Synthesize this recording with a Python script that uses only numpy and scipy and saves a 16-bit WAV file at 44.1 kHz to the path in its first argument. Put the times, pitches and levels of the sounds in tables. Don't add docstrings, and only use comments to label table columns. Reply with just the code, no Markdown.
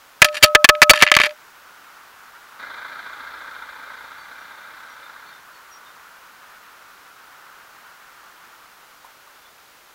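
import sys
import numpy as np
from scipy import signal
from scipy.fft import rfft, irfft
from scipy.io import wavfile
from scipy.ndimage import map_coordinates

SR = 44100
rng = np.random.default_rng(int(sys.argv[2]) if len(sys.argv) > 2 else 0)


def file_out(sig):
    cols = np.atleast_2d(sig).T
    lim = np.clip(cols, -1, 1)
    pcm = np.round(lim * 32767).astype(np.int16)
    wavfile.write(sys.argv[1], SR, pcm)


N = 438354


def amp(db):
    return 10 ** (np.asarray(db) / 20)


def unit(x):
    return x / np.sqrt(np.mean(x ** 2) + 1e-20)


def since(s):
    return np.maximum(np.arange(N) / SR - s, 0)


def before(s):
    return np.maximum(s - np.arange(N) / SR, 0)


def fade(t, t60):
    return np.exp(-np.log(1000) * t / t60)


def wobble(rate):
    return map_coordinates(rng.standard_normal(int(N * rate / SR) + 4), [np.arange(N) * rate / SR])


def coloured(x, spectrum, tilt_db=0):
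    f = np.fft.rfftfreq(len(x), 1 / SR) + 1
    hz, db = np.transpose(spectrum)
    octaves = np.maximum(np.log2(f / 2000), -1)
    eq_db = np.interp(np.log(f), np.log(hz), db) + tilt_db * octaves
    return unit(irfft(rfft(x) * amp(eq_db), len(x)))


def noise(spectrum, samples=N, tilt_db=0):
    return coloured(rng.standard_normal(samples), spectrum, tilt_db)


def ringing(modes):
    t = np.arange(SR // 2) / SR
    return sum(amp(db) * np.sin(2 * np.pi * hz * t) * fade(t, t60) for hz, db, t60 in modes)


def add(track, s, sound):
    start = round(s * SR)
    track[start:start + len(sound)] += sound[:N - start]


# freq_hz, relative_db
AIR_SPECTRUM = [(25, -6), (100, -8.5), (250, -5), (500, -0.5), (900, 2), (2200, -1), (4000, -4.5),
                (7000, -8.5), (8200, -11.5), (11000, -11), (15500, -9)]
# freq_hz, relative_db
RUSH_SPECTRUM = [(30, -26.5), (250, -22), (550, -19.5), (950, -4), (1450, 1.5), (1700, -5), (2100, -11),
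                 (3000, -18.5), (5000, -29), (9000, -38)]

def countryside():
    full_s, ebb_s = 2.4, 8.23
    arc_db = -46 - 3.5 * before(full_s) - 0.36 * since(full_s) - 4.6 * since(ebb_s)
    flutter_db = 0.23 * wobble(3) + 0.92 * wobble(30)
    rush = amp(arc_db + flutter_db) * noise(RUSH_SPECTRUM)
    return rush + amp(-50.5) * noise(AIR_SPECTRUM)


# start_s, level_db, pitch_hz
TAP_HITS = [(9.046, -31, 926), (9.273, -39, 1170)]
# freq_hz, relative_db
TAP_TAIL_SPECTRUM = [(400, -30), (850, 0), (1200, -2), (2500, -25)]

def far_taps():
    out, t = np.zeros(N), np.arange(SR // 2) / SR
    for s, db, hz in TAP_HITS:
        knock = ringing([(hz, 0, .035)]) * (1 - fade(t, .006))
        tail = amp(-14) * noise(TAP_TAIL_SPECTRUM, len(t)) * fade(t, .22)
        add(out, s, amp(db) * (knock + tail))
    return out


# start_s, lowest_pitch_hz, level_db
BIRD_NOTES = [(4.17, 4500, -51), (4.365, 5720, -61), (4.485, 3580, -57), (4.725, 4290, -59),
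              (4.875, 5690, -57), (5.012, 3590, -52), (5.243, 4390, -55), (5.31, 3600, -52),
              (5.52, 4400, -57), (5.705, 5600, -48), (5.833, 3620, -54), (7.69, 4370, -63),
              (9.415, 3470, -58)]

def birds():
    note_s, scoop = .085, .12
    out, progress = np.zeros(N), np.linspace(0, 1, int(note_s * SR))
    for s, hz, db in BIRD_NOTES:
        pitch_hz = hz * (1 + scoop * (progress - .6) ** 2)
        whistle = np.sin(2 * np.pi * np.cumsum(pitch_hz) / SR)
        add(out, s, amp(db) * np.sin(np.pi * progress) * whistle)
    return out * amp(2.5 * wobble(130))


# time_s, firing_rate_hz
ENGINE_SPEED = [(2.6, 26.6), (3.1, 29), (3.5, 28.3), (4, 28.6), (4.6, 31.1), (5.3, 30.5)]
# freq_hz, relative_db
EXHAUST_SPECTRUM = [(30, -28), (190, -27.5), (270, -17), (370, -23), (570, -13.5), (760, -16.5),
                    (900, -5.5), (1050, -10), (1350, -1), (1600, 2), (1800, -13.5), (2130, -6), (2270, -21),
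                    (2370, -7.5), (2600, -50), (3100, -22), (3600, -14), (4400, -21), (5500, -37),
                    (9000, -54)]
# firing_rate_multiple, relative_db
THROB_HARMONICS = [(2, -31), (3, -41), (5, -40)]

def engine():
    on_s, off_s, attack_s, release_s = 2.588, 5.3, 0.0085, 0.21
    t = np.arange(N) / SR
    firing_hz = np.interp(t, *np.transpose(ENGINE_SPEED)) * (1 + .006 * wobble(12))
    phase = 2 * np.pi * np.cumsum(firing_hz) / SR
    puff_db = 2.8 * np.cos(phase) - .9 * np.sin(2 * phase) + .8 * np.cos(phase / 2)
    puffs = amp(puff_db + .8 * wobble(260))
    exhaust = coloured(puffs * rng.standard_normal(N), EXHAUST_SPECTRUM)
    throb = sum(amp(db) * np.sqrt(2) * np.sin(round(k) * phase) for k, db in THROB_HARMONICS)
    throb *= amp(-7 * np.abs(t - 3.8))
    attack = np.minimum(since(on_s) / attack_s, 1)
    release = np.maximum(1 - since(off_s) / release_s, 0) ** 2
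    level_db = -35 - 3.5 * since(on_s)
    return attack * release * amp(level_db) * (exhaust + throb)


# pitch_hz, relative_db, t60_s (before damping)
FRAME_MODES = [(1140, -10.5, .035), (1318, -9.5, 0.037), (1606, -2.5, 0.023), (1738, 1, 0.045),
               (2011, 1.5, 0.027), (2289.5, 5.5, 0.017), (2499, -3.5, 0.044), (2706, -3, 0.02),
               (2786, -3.5, 0.016), (3091, -7, 0.0302), (3688, -14, 0.04), (4370, -8, 0.027),
               (4726, -2.5, 0.011), (5130, -26, 0.036), (6980, -15.5, 0.024)]
# freq_hz, relative_db
CRUNCH_SPECTRUM = [(30, -26.5), (200, -21), (600, -9), (1200, -3), (2200, -1), (3300, -2), (4700, -9),
                   (7000, -15.5), (8200, -25.5), (11000, -18), (16000, -35)]

def frame_contact(grind_s, tilt_db, damping, crunch_db, crunch_t60):
    t = np.arange(SR // 8) / SR
    free_s = np.maximum(t - grind_s, 0)
    hz, db, t60 = np.transpose(FRAME_MODES)[:, :, None]
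    gains = amp(db + 2.25 * rng.standard_normal(hz.shape) + tilt_db * np.log2(hz / np.median(hz)))
    modes = gains * np.sin(2 * np.pi * (hz * t + rng.random(hz.shape))) * fade(free_s, t60 / damping)
    clack = modes.sum(0) / np.sqrt(np.sum(gains ** 2) / 2)
    crunch = noise(CRUNCH_SPECTRUM, len(t), tilt_db) * fade(free_s, crunch_t60)
    return clack + amp(crunch_db) * crunch


# start_s, level_db, band_centre_hz
PEBBLE_HITS = [(.286, -18.5, 3500), (.3677, -17.5, 3530), (.751, -23, 2960), (.9485, -17, 2000),
               (0.975, -13, 2500), (1.004, -15, 2300), (1.0148, -9.5, 1700), (1.0654, -3, 1540),
               (1.0756, -9, 2100), (1.086, -14, 2100), (1.098, -17, 1890), (1.1402, -3, 3020),
               (1.1505, -2, 4200), (1.188, -1.5, 2140), (1.207, -4, 2400), (1.215, -2, 2780),
               (1.247, -9.5, 2300), (1.255, -14, 2380), (1.293, -30, 3000), (1.308, -30, 2960)]

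def pebbles():
    out = np.zeros(N)
    for s, db, hz in PEBBLE_HITS:
        band = signal.iirpeak(hz, Q=1.2, fs=SR)
        click = frame_contact(grind_s=.001, tilt_db=.5, damping=1.25, crunch_db=-4, crunch_t60=.018)
        add(out, s, amp(db) * signal.lfilter(*band, click))
    return out


# full_level_at_s, hold_s, level_db
SKID_CUES = [(0.252, 0.0068, -16), (0.347, 0.033, -29.5), (0.447, .014, -12), (0.93, 0.12, -22.5),
             (1.207, 0.053, -26)]

def skids():
    grains_per_s, top_hz, rise_s, fall_s = 900, 8500, 0.056, .06
    grains = (rng.random(N) < grains_per_s / SR) * rng.standard_normal(N)
    grains *= amp(3.63 * wobble(160))
    tick = frame_contact(grind_s=0, tilt_db=2.3, damping=1.6, crunch_db=1, crunch_t60=0.0066)
    tick = signal.lfilter(*signal.butter(2, top_hz, fs=SR), tick)
    drag = sum(amp(db) * fade(before(s), rise_s) * fade(since(s + hold_s), fall_s)
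               for s, hold_s, db in SKID_CUES)
    return drag * unit(signal.fftconvolve(grains, tick)[:N])


# pitch_hz, relative_db, t60_s
MOTOR_MODES = [(602.4, 0.5, .04), (1301, -5.5, 0.056), (4490, -9.5, 0.032), (4547, 3, 0.024)]
# start_s, gain_db
MOTOR_HITS = [(.441, 5.5), (.908, 12)]

def motor_clinks():
    out = np.zeros(N)
    for s, db in MOTOR_HITS:
        add(out, s, amp(db) * ringing(MOTOR_MODES))
    return out


# start_s, level_db, grind_s, tilt_db_per_octave, propeller_ring_db
GROUND_HITS = [(0.2184, 12, 0.004, -1.5, -12.5), (0.2451, 6, 0.0029, 2, -12.5), (.427, -7, .008, 4.5, -29),
               (.434, 7, 0.0084, 5, -8), (0.5494, 6.5, 0.0051, -5.5, -10.5), (.6434, 8, 0.0039, -0.2, -53),
               (0.6895, 10.5, 0.0039, -2, -9), (.8178, 13, .0007, -5.5, -22.5),
               (.826, -2, 0.0085, 1.5, -9.5), (.8956, 11, .0073, -.4, -10.5), (.904, 4.5, 0.0055, 0, -14),
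               (0.935, 2, 0.0011, -3.5, -15), (1.0227, 9.5, 0.0019, -2.5, -23.5),
               (1.032, -3, 0.0047, -3.2, -18), (1.1162, 1, 0.0014, -1.8, -14.5),
               (1.1661, 5.5, 0.0013, -2.3, -26), (1.2004, -4, .0014, -4, -23.5),
               (1.2357, -9, 0.0026, -2.7, -23.5), (1.264, -19.5, .005, -2, -23)]
# pitch_hz, base_level_db, growth_db_per_ring_db, t60_s
PROPELLER_MODES = [(601.3, -0.5, 1, 0.33), (1277, 16, 2.3, .19), (2490, -22.5, 2, 0.23)]

def tumble():
    out, t = np.zeros(N), np.arange(SR // 2) / SR
    rest_s = 1.323
    stops = [hit[0] for hit in GROUND_HITS[1:]] + [rest_s]
    for (s, db, grind_s, tilt_db, ring_db), stop_s in zip(GROUND_HITS, stops):
        crack = frame_contact(grind_s, tilt_db, damping=1.34, crunch_db=-3, crunch_t60=0.023)
        add(out, s, amp(db) * crack)
        ring = ringing([(hz, base + growth * ring_db, t60) for hz, base, growth, t60 in PROPELLER_MODES])
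        choke = fade(np.maximum(t - (stop_s - s), 0), 0.085)
        add(out, s, ring * choke)
    return out


def scene():
    crash = tumble() + motor_clinks() + pebbles() + skids()
    return (crash + engine() + birds() + far_taps() + countryside())[None]


def overload(x, hardness):
    return x / (1 + np.abs(x) ** hardness) ** (1 / hardness)


def gain_control(x, depth_db, lag_s):
    t = np.arange(SR // 4) / SR
    memory = t ** 8 * np.exp(-8 * t / lag_s)
    recent_power = np.abs(signal.fftconvolve(x ** 2, memory[None] / memory.sum(), axes=1)[:, :N])
    return x * amp(-depth_db * np.tanh(recent_power / .3))


def record(dry):
    low_cut_hz, top_hz = 15, 15750
    x = gain_control(overload(dry, hardness=16), depth_db=7.0, lag_s=0.022)
    x = signal.lfilter(*signal.butter(1, low_cut_hz, "high", fs=SR), x)
    return signal.sosfilt(signal.ellip(10, .3, 80, top_hz, fs=SR, output="sos"), x)


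dry = scene()
out = record(dry)
file_out(out)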